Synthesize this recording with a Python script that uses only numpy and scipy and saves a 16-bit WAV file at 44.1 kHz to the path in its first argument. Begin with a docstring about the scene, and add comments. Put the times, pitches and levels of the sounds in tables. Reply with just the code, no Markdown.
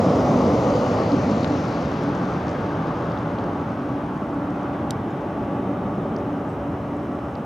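"""The roar and hiss of a jet in reverse thrust carry across water as it rolls out after landing.
Turbulent exhaust makes the roar, the fans the hiss and hum. The engines spool down, the reversers
close, and the rumble and swelling hum of idle remain, with the rush of air and tyres.
Near the end a larger jet taxis past as a deep rumble. Close by are a light wind, small dry ticks
and one sharp click."""
import sys
import numpy as np
from scipy import signal
from scipy.io import wavfile
from scipy.ndimage import uniform_filter1d

SR = 44100
rng = np.random.default_rng(int(sys.argv[2]) if len(sys.argv) > 2 else 0)


def unload_audio(sound):
    """Save the sound as a 16-bit wav file, at the path given as the first command line argument."""
    columns = np.transpose(np.atleast_2d(sound))
    # keep every value between -1 and 1, then stretch to whole-number steps
    steps = np.round(np.clip(columns, -1, 1) * 32767)
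    wavfile.write(sys.argv[1], SR, steps.astype(np.int16))


N = 328545
FRAME, HOP = 2048, 512
HZ = np.fft.rfftfreq(FRAME, 1 / SR)
TIMES = np.arange(N // HOP + 3)[:, None] * HOP / SR  # seconds, one row a frame
ABEAM_S, STOW_S = 1.9, 3.48  # the aircraft comes abeam; its reversers close

# The two microphone ports with the source fully left. Each row: frequency in Hz, diffuse sound
# relative to direct in dB, left minus right level in dB, phase lead of the left port in radians.
PORTS = [(110, -34, 0, 0), (270, -35.5, -0.4, 0.09), (420, -21, 0, 0.19), (600, -16, -1.2, 0.26),
         (820, -15, 1, 0.45), (1100, -8.5, 2, 0.91), (1650, -8.5, 5.5, 0.19), (2200, -8, 2.5, .15),
         (3000, -7.5, 8, 0), (4300, -16.5, 3, -.05), (6000, -17.5, 3.5, .1), (8000, -1, 9, .1),
         (10000, 4, 0, 0)]


def from_db(db):
    """Amplitude grows tenfold for every 20 decibels."""
    return 10 ** (np.asarray(db) / 20)

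def unit(x):
    """Normalisation to an rms of one."""
    return x / np.sqrt(np.mean(np.abs(x) ** 2) + 1e-30)

def over_hz(table, hz=HZ, column=1):
    """Interpolation of one table column on a logarithmic frequency axis."""
    columns = np.transpose(table)
    return np.interp(np.log(hz + 1), np.log(columns[0] + 1), columns[column])

def since(s):
    """Seconds elapsed since a moment, zero before it; one value a frame."""
    return np.maximum(TIMES - s, 0)

def bell(x, centre, width):
    """A Gaussian of height one that falls to 1/e at one width from its centre."""
    return np.exp(-((x - centre) / width) ** 2)

def per_sample(values):
    """Linear interpolation from frames to samples."""
    return np.interp(np.arange(N) / SR, TIMES.ravel(), np.ravel(values) * np.ones(len(TIMES)))

def from_frames(spectra):
    """Overlap-add turns short-time spectra (channels x frames x bins) into sound."""
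    return signal.istft(spectra.transpose(0, 2, 1), nperseg=FRAME, noverlap=FRAME - HOP)[1][:, :N]

def white_spectra():
    """White noise has Gaussian short-time spectra (frames x bins)."""
    return rng.standard_normal((len(TIMES), 2 * len(HZ)), dtype=np.float32).view(np.complex64)

def noise(colour, level_db, diffuse_db):
    """Partly coherent stereo noise: the ports share a direct part and take a diffuse part in antiphase."""
    direct = white_spectra()
    diffuse = white_spectra() * np.float32(from_db(diffuse_db))
    stereo = from_frames(np.array([direct + diffuse, direct - diffuse]) * np.float32(colour))
    return unit(stereo) * from_db(per_sample(level_db))

def shaped_noise(gain):
    """Random phases turn a magnitude spectrum into complex noise of rms one."""
    phase = np.exp(2j * np.pi * rng.random(len(gain)))
    return unit(np.fft.ifft(gain * phase, N))

def crack(centre_hz, width_hz, decay_ms=1.1, snap=0, size=4096):
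    """A band-limited noise burst decays exponentially; snap weights an impulse at its onset."""
    band = np.clip([centre_hz - width_hz / 2, centre_hz + width_hz / 2], 100, SR / 2 - 100)
    burst = rng.standard_normal(size) * np.exp(-np.arange(size) / SR * 1000 / decay_ms)
    burst[0] += snap * np.linalg.norm(burst)
    return unit(signal.sosfilt(signal.butter(4, band, "band", fs=SR, output="sos"), burst))

def add(mix, s, peak_db, pan_db, sound):
    """Superposition of a short sound on the mix, placed by its left minus right level."""
    part = mix[:, round(s * SR):][:, :len(sound)]
    gains = from_db([[peak_db + pan_db / 2], [peak_db - pan_db / 2]])
    part += gains * sound[:part.shape[1]] / np.abs(sound).max()

def microphone_hiss():
    """Self-noise sets a quiet, steady floor."""
    # Each row: frequency in Hz, relative spectral level in dB, part unlike in the two ports in dB.
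    floor = [(2000, 5.5, -15), (3900, 6, -17.5), (4700, 4.5, -19), (5100, 11, -17), (5330, 15.5, -16),
             (5650, 8.5, -25.5), (5950, 9.5, -17), (6150, 15.5, -10.5), (6400, 7.5, -9), (6800, 7, -4),
             (7600, 4, -1), (10000, 1.5, -11.5), (14000, -2, -13.5), (15500, -8.5, -2.5)]
    return noise(from_db(over_hz(floor)), level_db=-65.0, diffuse_db=over_hz(floor, column=2))

def light_wind():
    """Eddies at each port make low-frequency pressure fluctuations."""
    # Each row: frequency in Hz, relative spectral level in dB.
    spectrum = [(20, -18.5), (42, -8), (70, 9.5), (130, -2.5), (400, -48.5)]
    return noise(from_db(over_hz(spectrum)), level_db=-55.0, diffuse_db=-5.5)

def faint_ticks(peak_db=-55, spread_db=3, low_hz=4500, high_hz=8000, count=30):
    """Faint transients fall independently, uniform in time, pitch and side."""
    out = np.zeros((2, N))
    for when, strength, pitch, side in rng.random((count, 4)):
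        sound = crack(low_hz + pitch * (high_hz - low_hz), width_hz=2500)
        add(out, when * (N - 1) / SR, peak_db + spread_db * (2 * strength - 1), 10 * (side - .5), sound)
    return out

def dry_ticks():
    """Brief broadband transients are heard as ticks with little pitch."""
    # Each row: start in seconds, peak in dB, centre in Hz, bandwidth in Hz, left minus right in dB.
    ticks = [(1.119, -29, 4470, 2100, 5), (1.4315, -34, 4500, 1500, 2), (1.4347, -35, 5500, 3000, 2),
             (1.4453, -20, 2880, 3200, 13.5), (1.4515, -35, 4000, 2400, 4), (1.4775, -37, 5700, 3200, 3),
             (1.857, -38, 5470, 2500, 6), (2.036, -48, 9000, 4500, 4), (2.151, -37, 5800, 2400, 7),
             (2.165, -49, 7800, 3000, 4), (2.482, -32, 4200, 3600, 4), (2.492, -35, 4700, 3600, 6),
             (2.502, -40, 5800, 3000, 4), (2.513, -40, 5800, 3000, 4), (2.871, -41, 4700, 3000, 4),
             (3.119, -36, 4000, 3200, 5), (3.175, -35, 3700, 3000, 4), (3.188, -41, 4800, 3000, 3),
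             (3.387, -34.5, 3500, 2200, 3), (3.4412, -41.5, 5700, 2400, -1), (3.8915, -47, 6000, 3000, 1),
             (4.177, -50, 6460, 2600, 0), (4.632, -45, 5800, 2400, 0), (6.1644, -34, 5300, 1800, 2),
             (6.1855, -48, 5700, 1600, 2), (6.9667, -51, 7400, 1400, 0), (7.311, -58, 7900, 1400, -5),
             (7.3536, -35, 3800, 2600, -5), (7.3565, -46, 3200, 1800, -6)]
    out = np.zeros((2, N))
    for s, db, centre_hz, width_hz, pan_db in ticks:
        add(out, s, db, pan_db, crack(centre_hz, width_hz, snap=0.99))
    return out

def high_peeps():
    """A narrow band and a longer decay give a noise burst a pitch."""
    # Each row: start in seconds, peak in dB, centre in Hz, bandwidth in Hz.
    peeps = [(5.1, -58, 6900, 600), (6.487, -59, 7950, 600), (6.52, -66, 8050, 200)]
    out = np.zeros((2, N))
    for s, db, centre_hz, width_hz in peeps:
        add(out, s, db, 0, crack(centre_hz, width_hz, decay_ms=17))
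    return out

def sharp_click(start_s=4.9068, ring_db=-19, snap_db=-35, pan_db=-3, rise_ms=0.13, low_hz=2700):
    """A hard part snaps and rings in damped modes; it is too small to radiate bass."""
    # Each row: frequency in Hz, relative level in dB, time to decay by 60 dB in seconds.
    modes = [(3300, 0, 0.013), (3800, 4, 0.013), (4380, 4, 0.009), (5080, -21.5, 0.09), (5880, 7.5, 0.0065),
             (6650, 1.5, .006), (7400, 1, 0.01), (8250, 2, 0.0075), (10700, -6.5, 0.005),
             (12100, -7.5, 0.005), (13400, -12, .005), (15400, -19, .005)]
    out, t = np.zeros((2, N)), np.arange(4096) / SR
    ring = sum(from_db(db - 60 * t / t60) * np.sin(2 * np.pi * hz * t) for hz, db, t60 in modes)
    ring *= (1 - np.exp(-t * 1000 / rise_ms)) ** 2
    ring = signal.sosfilt(signal.butter(2, low_hz, "high", fs=SR, output="sos"), ring)
    add(out, start_s, ring_db, pan_db, ring)
    add(out, start_s, snap_db, pan_db, crack(centre_hz=8500, width_hz=9000, decay_ms=2.2))
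    return out

def taxiing_jet(nearest_s=6.95, passing_s=0.42, nearest_db=-39):
    """Spherical spreading: the larger jet's bass, all that carries, falls inversely with distance."""
    # Each row: frequency in Hz, relative spectral level in dB.
    spectrum = [(22, -30), (42, -11), (60, 4), (88, 14.5), (120, -23), (250, -29.5), (600, -59)]
    rumble = shaped_noise(from_db(over_hz(spectrum, np.fft.rfftfreq(N, 1 / SR))))
    relative_distance = np.hypot(1, (TIMES - nearest_s) / passing_s)
    return unit(rumble.real) * from_db(nearest_db) / per_sample(relative_distance)

def shimmer(depth_db, frames, bins):
    """Scintillation: moving air on the long path lifts and drops patches of the spectrum."""
    field = rng.standard_normal((len(TIMES), len(HZ)))
    patches = uniform_filter1d(uniform_filter1d(field, frames, 0), bins, 1)
    return from_db(depth_db * unit(patches))

def swell_db(hz=HZ, width_octaves=0.19):
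    """Propagation fading: bands of the drone swell and sink on their way across the water."""
    # Each row: time in seconds, half-length in seconds, height in dB, centre in Hz.
    swells = [(0.197, 0.15, 5.5, 177), (0.348, 0.16, 5, 245), (0.5, 0.1, 2, 397), (0.8, 0.55, 1.5, 510),
              (1.144, 0.036, 6, 282), (1.314, 0.065, 9, 251), (1.4, 0.28, 3.5, 170),
              (1.526, 0.11, 4.5, 276), (1.95, 0.55, -0.7, 582), (2.096, 0.055, 5, 277),
              (2.248, 0.37, 4.5, 165), (2.4, 0.71, 1.5, 405), (2.676, 0.09, 3.5, 310),
              (3.003, 0.12, 2, 288), (3.89, 0.12, 4, 266), (4.3, 0.4, 0, 570), (4.418, 0.29, 3, 286),
              (4.647, 0.11, 3.5, 693), (5.076, 0.085, -5, 543), (5.654, 0.17, 2.5, 284),
              (5.952, 0.33, 6, 200), (6.0, 0.98, 2, 371), (6.15, 0.49, 0.8, 567), (6.297, 0.11, 2.5, 288),
              (6.694, 0.08, 2, 287), (6.699, 0.5, -4, 870), (6.99, 0.11, 2.6, 282),
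              (7.319, 0.14, -1.5, 288)]
    return sum(db * bell(TIMES, s, half_s) * bell(np.log2((hz + 1) / centre), 0, width_octaves)
               for s, half_s, db, centre in swells)

def arrive(sound, leftmost_s=1.08, rest_share=.1):
    """The nearer port leads in phase and level; the aircraft swings left, then drifts to the centre."""
    spectra = signal.stft(sound, nperseg=FRAME, noverlap=FRAME - HOP)[2].transpose(0, 2, 1)
    swing = TIMES[:spectra.shape[1]] / leftmost_s
    bearing = rest_share + (1 - rest_share) * swing * np.exp(1 - swing)
    pan_db = bearing * over_hz(PORTS, column=2)
    lead_radians = bearing * over_hz(PORTS, column=3)
    left = from_db(pan_db / 2) * np.exp(.5j * lead_radians)
    return from_frames(spectra * np.array([left, 1 / left]))

def power(halfway_s=1.48, steepness=3.54):
    """Spool-down: engine power falls from one at full reverse towards zero at idle."""
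    return 1 / (1 + (TIMES / halfway_s) ** steepness)

def rolling_rush(abeam_db=-35, rise_db_per_s=5.5, fall_db_per_s=0.8, start_pitch=1.09, sag_per_s=0.015):
    """Air and tyre noise of a passing source grows until abeam, then fades in surges; its pitch sinks."""
    # Each row: frequency in Hz, relative spectral level in dB.
    spectrum = [(200, -28), (600, -22.5), (850, 5.5), (1050, 4.5), (1280, 3), (1520, -4), (1810, -10.5),
                (1970, -11.5), (2250, -15), (3200, -20), (4100, -28.5), (6000, -41.5), (9000, -55)]
    # Each row: time in seconds, half-length in seconds, height in dB.
    surges = [(2.9, 0.4, 1.5), (4.35, 0.14, -1), (4.72, 0.18, 1.5), (5.3, 0.25, 0.4)]
    colour_db = over_hz(spectrum, HZ / (start_pitch - sag_per_s * TIMES))
    brightening_db = 1.8 * bell(TIMES, 2.33, 0.85) * bell(HZ, 1610, 120)
    colour = from_db(colour_db + brightening_db) * shimmer(depth_db=1.2, frames=24, bins=7)
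    passing_db = rise_db_per_s * np.minimum(TIMES - ABEAM_S, 0) - fall_db_per_s * since(ABEAM_S)
    surge_db = sum(db * bell(TIMES, s, half_s) for s, half_s, db in surges)
    return noise(colour, abeam_db + passing_db + surge_db, over_hz(PORTS))

def jet_fizz(full_db=-66.0, drop_db=24):
    """Jet noise at the highest frequencies needs high thrust and falls away with the power."""
    # Each row: frequency in Hz, relative spectral level in dB.
    spectrum = [(6000, -13), (8000, 1.5), (8500, -6), (9200, 1), (10500, 1), (12300, 1.5), (13300, -20),
                (15000, -19)]
    return noise(from_db(over_hz(spectrum)), full_db - drop_db * (1 - power()), diffuse_db=0)

def hiss_loss_db(hold_s=1.45, fade_db_per_s=8):
    """Exponential decay: after a hold, the intake hiss loses equal decibels each second."""
    return fade_db_per_s * since(hold_s)

def crackle(per_second=50, size_db=-22.0, spread_db=1.5, fade_share=0.75):
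    """A Poisson train of band-limited impulses crackles in the hiss and fades more slowly than it."""
    sizes = from_db(spread_db * np.minimum(rng.exponential(1, N), 3)) * rng.choice([-1, 1], N)
    impulses = sizes * (rng.random(N) < per_second / SR)
    band = signal.butter(6, [1800, 6700], "band", fs=SR, output="sos")
    return signal.sosfilt(band, impulses * from_db(size_db - fade_share * per_sample(hiss_loss_db())))

def hiss_sweep_db(start_hz=5500, end_hz=3600, settle_s=1.2, width_hz=430, height_db=1.8, hollow_db=3):
    """A soft peak and the hollow below it sweep down through the hiss, like ground-reflection phasing;
    other bands briefly flare or dip."""
    # Each row: time in seconds, half-length in seconds, height in dB, centre in Hz, half-width in Hz.
    flares = [(0.1, 0.42, 4, 7800, 450), (0.33, 0.2, 4.3, 5960, 520), (0.36, 0.2, -5.5, 4280, 420),
              (0.38, 0.17, 1.5, 7350, 350), (0.82, 0.15, 5.5, 2950, 200)]
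    centre_hz = end_hz + (start_hz - end_hz) * np.exp(-TIMES / settle_s)
    dip_db = hollow_db * bell(TIMES, 0, 2.0) * bell(HZ, 0.8 * centre_hz, width_hz)
    flare_db = sum(db * bell(TIMES, s, half_s) * bell(HZ, hz, width)
                   for s, half_s, db, hz, width in flares)
    return height_db * bell(HZ, centre_hz, width_hz) - dip_db + flare_db

def intake_hiss(level_db=-42.5, full_edge_hz=7300, idle_edge_hz=5950, settle_s=2.9, leak_db=-29):
    """Broadband fan noise has a steep upper edge that sinks as the engines spool down."""
    # Each row: frequency in Hz, relative spectral level in dB.
    spectrum = [(1000, -9.5), (1900, 13), (3000, 5.5), (3800, 2), (4700, 4.5), (5600, 1.5), (6400, 2),
                (8000, -7.5), (12000, -2.5), (15000, -15.5)]
    edge_hz = idle_edge_hz + (full_edge_hz - idle_edge_hz) * np.exp(-TIMES / settle_s)
    lowpass = 1 / np.sqrt(1 + (HZ / edge_hz) ** 20)
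    colour = from_db(over_hz(spectrum) + hiss_sweep_db()) * np.hypot(lowpass, from_db(leak_db))
    air = shimmer(depth_db=1.3, frames=8, bins=40)
    return noise(colour * air, level_db - hiss_loss_db(), over_hz(PORTS))

def fan_tones(idle_lift_db=0.56, power_db=2.0, swell_scale=3.33, steadiness=0.54, flutter=0.3):
    """Periodic rotation gives spectral lines, louder under power, broadened and faded by the air."""
    # Each row: frequency in Hz, half-width in Hz, base level in dB.
    tones = [(116.5, 1.7, -49), (287.8, 5.5, -39.8), (577, 9, -40.5), (817, 15, -49), (1113, 5.8, -54),
             (1143, 3, -48.4), (1950, 40, -63), (3034, 14, -71)]
    hz, out = np.fft.rfftfreq(N, 1 / SR), np.zeros(N)
    for centre, width, db in tones:
        line = shaped_noise(1 / (1 + ((hz - centre) / width) ** 2))
        steady = line / (np.abs(line) + flutter) ** steadiness  # a fan wavers less than pure noise
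        level_db = db + idle_lift_db + power_db * power() + swell_scale * swell_db(centre)
        out += unit(steady.real) * from_db(per_sample(level_db))
    return out

def idle_rumble(abeam_db=-25.5, recede_db_per_s=0.73, surge_db=2, surge_s=5.84, surge_half_s=1.0):
    """Turbulent mixing of slow exhaust rumbles; it recedes and loses depth, with one long surge."""
    # Each row: frequency in Hz, relative spectral level in dB.
    spectrum = [(22, -34.5), (40, -43), (62, -12.5), (100, -2), (170, 0.1), (260, -1), (350, -3.5),
                (480, -8.5), (650, -8), (860, -9), (1000, -27), (1500, -28), (3000, -40), (7000, -67.5)]
    level_db = abeam_db - recede_db_per_s * np.abs(TIMES - ABEAM_S)
    level_db += surge_db * bell(TIMES, surge_s, surge_half_s)
    tilt_db_per_octave = 0.5 * (since(STOW_S) - since(STOW_S).mean())
    thinning_db = tilt_db_per_octave * np.log2(np.clip(HZ, 100, 400) / 200)
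    return noise(from_db(over_hz(spectrum) + swell_db() + thinning_db), level_db, over_hz(PORTS))

def reverse_roar(full_db=-19, idle_db=-32, stow_db_per_s=47, full_tilt=0.44, idle_tilt=-0.25):
    """Turbulent exhaust thrown forward is louder and brighter under power; it dies as reversers close."""
    # Each row: frequency in Hz, relative spectral level in dB.
    spectrum = [(22, -51), (45, -39), (90, -3), (150, -2.5), (250, -0.5), (370, -7), (520, -2.5),
                (800, -10), (950, -14), (1200, -14), (1550, -29.5), (2200, -47), (4000, -39), (8000, -69)]
    level_db = idle_db + (full_db - idle_db) * power() - stow_db_per_s * since(STOW_S)
    tilt_db_per_octave = idle_tilt + (full_tilt - idle_tilt) * power()
    tilt_db = tilt_db_per_octave * np.log2(np.clip(HZ, 200, 1600) / 200)
    return noise(from_db(over_hz(spectrum) + tilt_db + swell_db()), level_db, over_hz(PORTS))

def scene():
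    """Superposition of the two distant aircraft, the wind and the small sounds nearby."""
    exhaust = reverse_roar() + jet_fizz() + idle_rumble()
    aircraft = exhaust + rolling_rush() + intake_hiss() + crackle() + fan_tones()
    background = light_wind() + taxiing_jet()
    nearby = dry_ticks() + sharp_click() + high_peeps() + faint_ticks()
    return arrive(aircraft) + background + nearby

def record(dry):
    """The microphone adds its self-noise, and a low-pass filter limits the bandwidth."""
    lowpass = signal.firwin(511, 15750, window=("kaiser", 9), fs=SR)
    return signal.oaconvolve(dry + microphone_hiss(), lowpass[None], "same")


dry = scene()
out = record(dry)
unload_audio(out)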